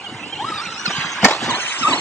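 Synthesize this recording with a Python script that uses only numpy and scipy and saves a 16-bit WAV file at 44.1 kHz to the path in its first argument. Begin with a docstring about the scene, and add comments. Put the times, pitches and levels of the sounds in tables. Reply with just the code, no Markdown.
"""Bumpy grass and a stony creek bank: a small electric toy truck runs up, jumps, slams down and bounces on.
Stacked overtones make its gear whine, which sags under load; shaped noise makes the tyre rush and scrapes.
Short decaying sines make the chassis thumps; struck plastic modes and noise make the slam and light knocks.
Two microphone ports hear it with their own colour and phase, and the recorder clips hard peaks."""
import sys
import numpy as np
from scipy import signal
from scipy.fft import rfft, irfft, next_fast_len
from scipy.io import wavfile
from scipy.ndimage import uniform_filter1d, map_coordinates

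SR = 44100
rng = np.random.default_rng(int(sys.argv[2]) if len(sys.argv) > 2 else 0)


def natural_amplitude(level_db):
    """Convert a level in decibels to a linear amplitude factor, elementwise."""
    exponent = np.asarray(level_db, float) / 20
    return 10 ** exponent


def master_out(mix):
    """Clip the mix to full scale and print it as 16-bit PCM to the path in sys.argv[1]."""
    frames = np.transpose(np.atleast_2d(mix))
    ceiling = np.clip(frames, -1, 1)
    pcm = np.round(ceiling * 32767).astype(np.int16)
    wavfile.write(sys.argv[1], SR, pcm)


N = 88508  # samples, about 2 s


def unit(x):
    """Scale to rms 1."""
    return x / np.sqrt(np.mean(x ** 2) + 1e-20)


def along(points, hz):
    """Interpolate (Hz, value) points on a log frequency axis."""
    f, v = np.transpose(points)
    return np.interp(np.log(hz + 1), np.log(f + 1), v)


def curves(rows):
    """One value per sample for each column after the time."""
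    s, *columns = np.transpose(rows)
    return [np.interp(np.arange(N) / SR, s, column) for column in columns]


def wobble(rate):
    """A smooth random curve with rate knots a second."""
    knots = rng.standard_normal(int(N * rate / SR) + 4)
    return map_coordinates(knots, [np.arange(N) * rate / SR])


def filtered(x, response):
    """Filter x by a complex response of frequency."""
    m = next_fast_len(N + SR // 2)
    return irfft(rfft(x, m) * response(np.fft.rfftfreq(m, 1 / SR)), m)[..., :N]


def patchy_noise(spectrum, patchy_db):
    """Coloured noise of rms 1 whose gain varies in patches of time and frequency."""
    z = signal.stft(rng.standard_normal(N), nperseg=512)[2]
    field = uniform_filter1d(rng.standard_normal(z.shape), size=5, axis=0)
    field = uniform_filter1d(field, size=4, axis=1)
    noise = signal.istft(z * natural_amplitude(patchy_db * unit(field)), nperseg=512)[1][:N]
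    return unit(filtered(noise, lambda hz: natural_amplitude(along(spectrum, hz))))


def hiss():
    """Faint independent white noise in each channel."""
    return natural_amplitude(-62) * rng.standard_normal((2, N))


def tyres():
    """Many small contacts of wheels with grass and soil blur into rush, fizz and rumble."""
    # rush of tyres and drivetrain: time_s, body_db, treble_db (mean levels)
    rush_levels = [(0, -39, -58.5), (.38, -38.5, -53.5), (.5, -32, -49.5), (.81, -34, -47), (1.0, -26, -44),
                   (1.1, -29.5, -44), (1.21, -29.5, -45.5), (1.39, -31, -49), (1.44, -26, -37.5),
                   (1.58, -27, -40.5), (1.78, -27, -30.5), (2.007, -29, -34)]
    # rumble of wheels on soil: time_s, level_db (mean)
    roll_levels = [(0, -40), (.52, -35), (.8, -36.5), (1.2, -39), (1.38, -34.5), (1.5, -28.5),
                   (1.74, -44.5), (1.92, -24.5), (2.007, -32)]
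    # relative spectra of rush, its treble fizz, and rumble: frequency_hz, density_db
    body_colour = [(300, -57), (450, -19), (1000, -5.5), (1650, -6), (2200, -9), (3100, -8), (4200, -14.5),
                   (6000, -28.5)]
    fizz_colour = [(2500, -44.5), (3800, -30), (5200, -3.5), (6400, 2), (9000, -12.5)]
    soil_colour = [(20, -41), (90, -10.5), (200, -10), (330, -9), (650, -19.5), (900, -8.5), (1500, -37)]
    body_db, treble_db = curves(rush_levels)
    roll_db, = curves(roll_levels)
    body = natural_amplitude(body_db + 0.35 * wobble(41.05)) * patchy_noise(body_colour, patchy_db=3.0)
    fizz = natural_amplitude(treble_db + 1.8 * wobble(49.27)) * patchy_noise(fizz_colour, patchy_db=5.0)
    rumble = natural_amplitude(roll_db + 0.61 * wobble(25)) * patchy_noise(soil_colour, patchy_db=3.5)
    return body + fizz + rumble


def scrapes():
    """The shell rubs on ground: grainy noise in its colour swells quickly and dies away."""
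    # scrapes: start_s, level_db (before grain), t60_s
    scrape_list = [(0.912, -23.5, 0.039), (1.242, -15, 0.099), (1.258, -12, 0.12), (1.289, -19, 0.37),
                   (1.312, -31, 0.07), (1.438, -28, 1), (1.892, -18.5, 0.15), (1.932, -26.5, 0.22)]
    # relative spectrum of the rubbed shell: frequency_hz, density_db
    shell_colour = [(150, -38.5), (300, -7.5), (750, 1.5), (1250, -5.5), (2300, -9.5), (4000, -15),
                    (6500, -20.5), (9000, -33.5)]
    rise_s, grit_db = 0.013, 3
    t = np.arange(N) / SR
    envelope = np.zeros(N)
    for start, db, t60 in scrape_list:
        rise = np.exp(-(np.clip(start - t, 0, 2) / rise_s) ** 2)
        fall = natural_amplitude(db - 60 * np.clip(t - start, 0, 2) / max(t60, .01))
        envelope += rise * fall
    grain = unit(natural_amplitude(grit_db * wobble(250)))
    return envelope * grain * patchy_noise(shell_colour, patchy_db=1.0)


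def thumps():
    """Each bump pushes the hollow chassis into a short low ring."""
    # chassis thumps: start_s, relative level_db, pitch_hz
    thump_list = [(0.499, -25.5, 328), (0.668, -27.5, 181), (0.878, -19.5, 182), (0.981, -18.5, 148.1),
                  (1.046, -23.5, 167.3), (1.231, -11, 189.7), (1.241, -8.5, 210), (1.253, -8, 248.9),
                  (1.424, -20.5, 246.6), (1.486, -19.5, 248), (1.539, -25.5, 325), (1.81, -23.5, 265.3),
                  (1.882, -23.5, 268), (1.909, -17.5, 288), (1.94, -19, 275)]
    t60_s, rise_s = 0.042, 0.0022
    makeup_db = 8.5  # for the level that the soft onset takes away
    out, t = np.zeros(N + SR), np.arange(SR // 4) / SR
    onset = (1 - np.exp(-t / rise_s)) ** 2
    for start, db, hz in thump_list:
        decay = natural_amplitude(db + makeup_db - 60 * t / t60_s)
        out[round(start * SR):][:len(t)] += decay * onset * np.sin(2 * np.pi * hz * t)
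    return out[:N]


def slam():
    """Light knocks and the slam's quick hard blows ring the modes of the plastic shell and add a noisy crack."""
    # light knocks before and after the slam's hard blows: start_s, relative level_db
    blows = [(0.8543, -22.5), (1.222, -25.5), (1.2454, 0), (1.247, -5), (1.2523, -12.5), (1.2832, -20)]
    # ringing modes of the plastic shell: pitch_hz, mean level_db, t60_s
    plastic_modes = [(810, 2.5, 0.011), (1787, 3.5, 0.02), (2170, -1.5, 0.037), (3370, -15.5, .015),
                     (4774, 6, 0.011), (6297, -3, 0.012)]
    crack_level, crack_t60_s, rise_s = 0.76, 0.022, 0.00082
    out, t = np.zeros(N + SR), np.arange(SR // 4) / SR
    onset = 1 - np.exp(-t / rise_s)
    for start, db in blows:
        ring = np.zeros(len(t))
        for hz, mode_db, t60 in plastic_modes:
            # each blow excites the modes a little differently
            decay = natural_amplitude(mode_db + rng.normal(0, 1.5) - 60 * t / t60)
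            ring += decay * np.sin(2 * np.pi * hz * t)
        soft_noise = unit(uniform_filter1d(rng.standard_normal(len(t)), size=4))
        crack = crack_level * natural_amplitude(-60 * t / crack_t60_s) * soft_noise
        out[round(start * SR):][:len(t)] += natural_amplitude(db) * onset * (ring + crack)
    return out[:N]


def gears():
    """Tooth contacts make a stack of overtones that swells once per turn of the slightly eccentric gear."""
    # gear mesh: time_s, mean pitch_hz, base fundamental_db, base overtones_db
    mesh = [(0, 760, -64, -86), (.05, 803, -43, -39), (.07, 720, -46, -40.5), (.18, 778, -47.5, -54.5),
            (.205, 622.5, -52, -36), (.28, 728.5, -52, -47.5), (.32, 795.4, -49, -50),
            (.335, 787, -35, -43), (.36, 672, -65, -37.5), (.39, 766.6, -40.5, -45), (.41, 839.5, -27, -40),
            (.44, 1032, -30, -48.5), (.46, 1274, -30, -56.5), (.495, 1332, -31.5, -45),
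            (.528, 1238, -30, -50.5), (.56, 1308, -33, -47.5), (.592, 1144, -32, -38),
            (.612, 1247, -28, -52), (.648, 1484, -36.5, -38), (.68, 1325, -30.5, -52),
            (.72, 1367, -38.5, -46.5), (.755, 1245, -35, -45.5), (.79, 1463, -46, -33.5),
            (.84, 1484, -45, -48), (.858, 1444, -27.5, -35), (.88, 1191, -34, -30), (.9, 1279, -54, -44),
            (.925, 1465, -60, -36), (.96, 1571, -37.5, -41.5), (1.21, 1641, -42, -46.5),
            (1.27, 800, -45, -61.5), (1.315, 850.8, -32, -41.5), (1.335, 1003, -44, -32),
            (1.35, 1043, -69, -55), (1.488, 1208, -41, -42.5), (1.5, 1073, -17.5, -31.5),
            (1.525, 879, -34.5, -36.5), (1.55, 1015, -28.5, -32), (1.585, 1133, -30, -54),
            (1.615, 1539, -62, -34.5), (1.81, 1607, -43.5, -65), (1.828, 1367, -20.5, -32.5),
            (1.85, 1156, -18.5, -40.5), (1.885, 1307, -20, -58), (1.912, 1172, -22.5, -39),
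            (1.932, 949.3, -17.5, -24), (1.952, 1105, -34, -41), (2.007, 1065, -41, -42)]
    # overtones: multiple, share of overtones_db (0 to 1), offset_db
    overtones = [(1, 0, 5), (2, 0.83, -3), (3, 0.47, -8.5), (4, 0.97, -1), (6, 0, -28)]
    # colour of the gearbox case: frequency_hz, gain_db
    housing = [(1500, -4.5), (2700, 2.5), (3800, 5.5), (4500, 3.5), (5800, -3)]
    teeth_per_turn, runout = 24, 0.45  # runout: depth of the once-a-turn swell
    jitter, flutter_db = 0.01208, 3.5  # pitch scatter as a fraction, level scatter
    hz, low_db, high_db = curves(mesh)
    hz = uniform_filter1d(hz, size=400) * (1 + jitter * wobble(150))
    phase = 2 * np.pi * np.cumsum(hz) / SR
    swell = 1 + runout * np.sin(phase / teeth_per_turn)
    whine = np.zeros(N)
    for k, share, offset_db in overtones:
        mesh_db = low_db + share * (high_db - low_db) + offset_db
        level_db = mesh_db + along(housing, k * hz) + flutter_db * wobble(80)
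        whine += natural_amplitude(level_db) * np.sin(k * phase + rng.uniform(0, 2 * np.pi))
    return np.sqrt(2) * swell * whine


def scattered(x):
    """Ground and trees return short random echoes, whose pattern changes as the truck moves."""
    # returned sound: frequency_hz, gain_db
    scatter_colour = [(40, -8.5), (600, -16), (2800, -1.5), (8000, 0)]
    t60_s = 0.03
    t = np.arange(N) / SR
    tail_t = t[:SR // 10]
    wet = np.zeros((2, N))
    for place_s in np.arange(0, 2.1, .1):
        tail = rng.standard_normal((2, SR // 10)) * natural_amplitude(-60 * tail_t / t60_s)
        fade = np.cos(np.pi / 2 * np.clip((t - place_s) * 10, -1, 1))
        wet += signal.fftconvolve((x * fade)[None], tail / np.linalg.norm(tail[0]), axes=1)[:, :N]
    return filtered(wet, lambda hz: natural_amplitude(along(scatter_colour, hz)))


def port_pair(x, lead):
    """Split x over two microphone ports that differ in level and phase with frequency."""
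    # left port over right: frequency_hz, difference_db
    tilt = [(300, 0.7), (1200, -1.5), (2200, -8.5), (4100, 4.5), (8400, -5)]
    sides = np.array([[.5], [-.5]])  # half of each difference goes to either port
    lead_hz, lead_rad = np.transpose([(0.005, 0.026), *lead])

    def response(hz):
        return natural_amplitude(sides * along(tilt, hz)) * np.exp(1j * sides * np.interp(hz, lead_hz, lead_rad))

    return filtered(x, response)


def ports(x):
    """Direct sound turns from the far to the near phase lead of the ports; scattered sound joins it."""
    # phase by which the left port leads, far and near truck: frequency_hz, lead_rad
    far_lead = [(2760, .5), (4570, 3.2), (5100, 6), (8500, 7)]
    near_lead = [(1700, .3), (2500, 1.6), (4400, 8), (8500, 12.8)]
    swing_s, swing_length_s = 1.5, .06
    t = np.arange(N) / SR
    near = np.clip((t - swing_s) / swing_length_s + .5, 0, 1)
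    return port_pair(x * (1 - near), far_lead) + port_pair(x * near, near_lead) + scattered(x)


def scene():
    """The truck as both ports hear it, over faint hiss."""
    truck = tyres() + scrapes() + thumps() + slam() + gears()
    return hiss() + ports(truck)


def top_cut(x):
    """Nothing passes above the cut-off."""
    return signal.sosfilt(signal.butter(12, 8980, fs=SR, output="sos"), x)


def record(dry):
    """The microphone rolls off the bass, the band ends sharply and the recorder clips at full scale."""
    low_hz, top_hz, clip_level = 65, 8985, 1.0

    def microphone(hz):
        return (hz < top_hz) * (1j * hz / (low_hz + 1j * hz)) ** 2

    mix = np.clip(filtered(dry, microphone), -clip_level, clip_level)
    return top_cut(mix)


dry = scene()
out = record(dry)
master_out(out)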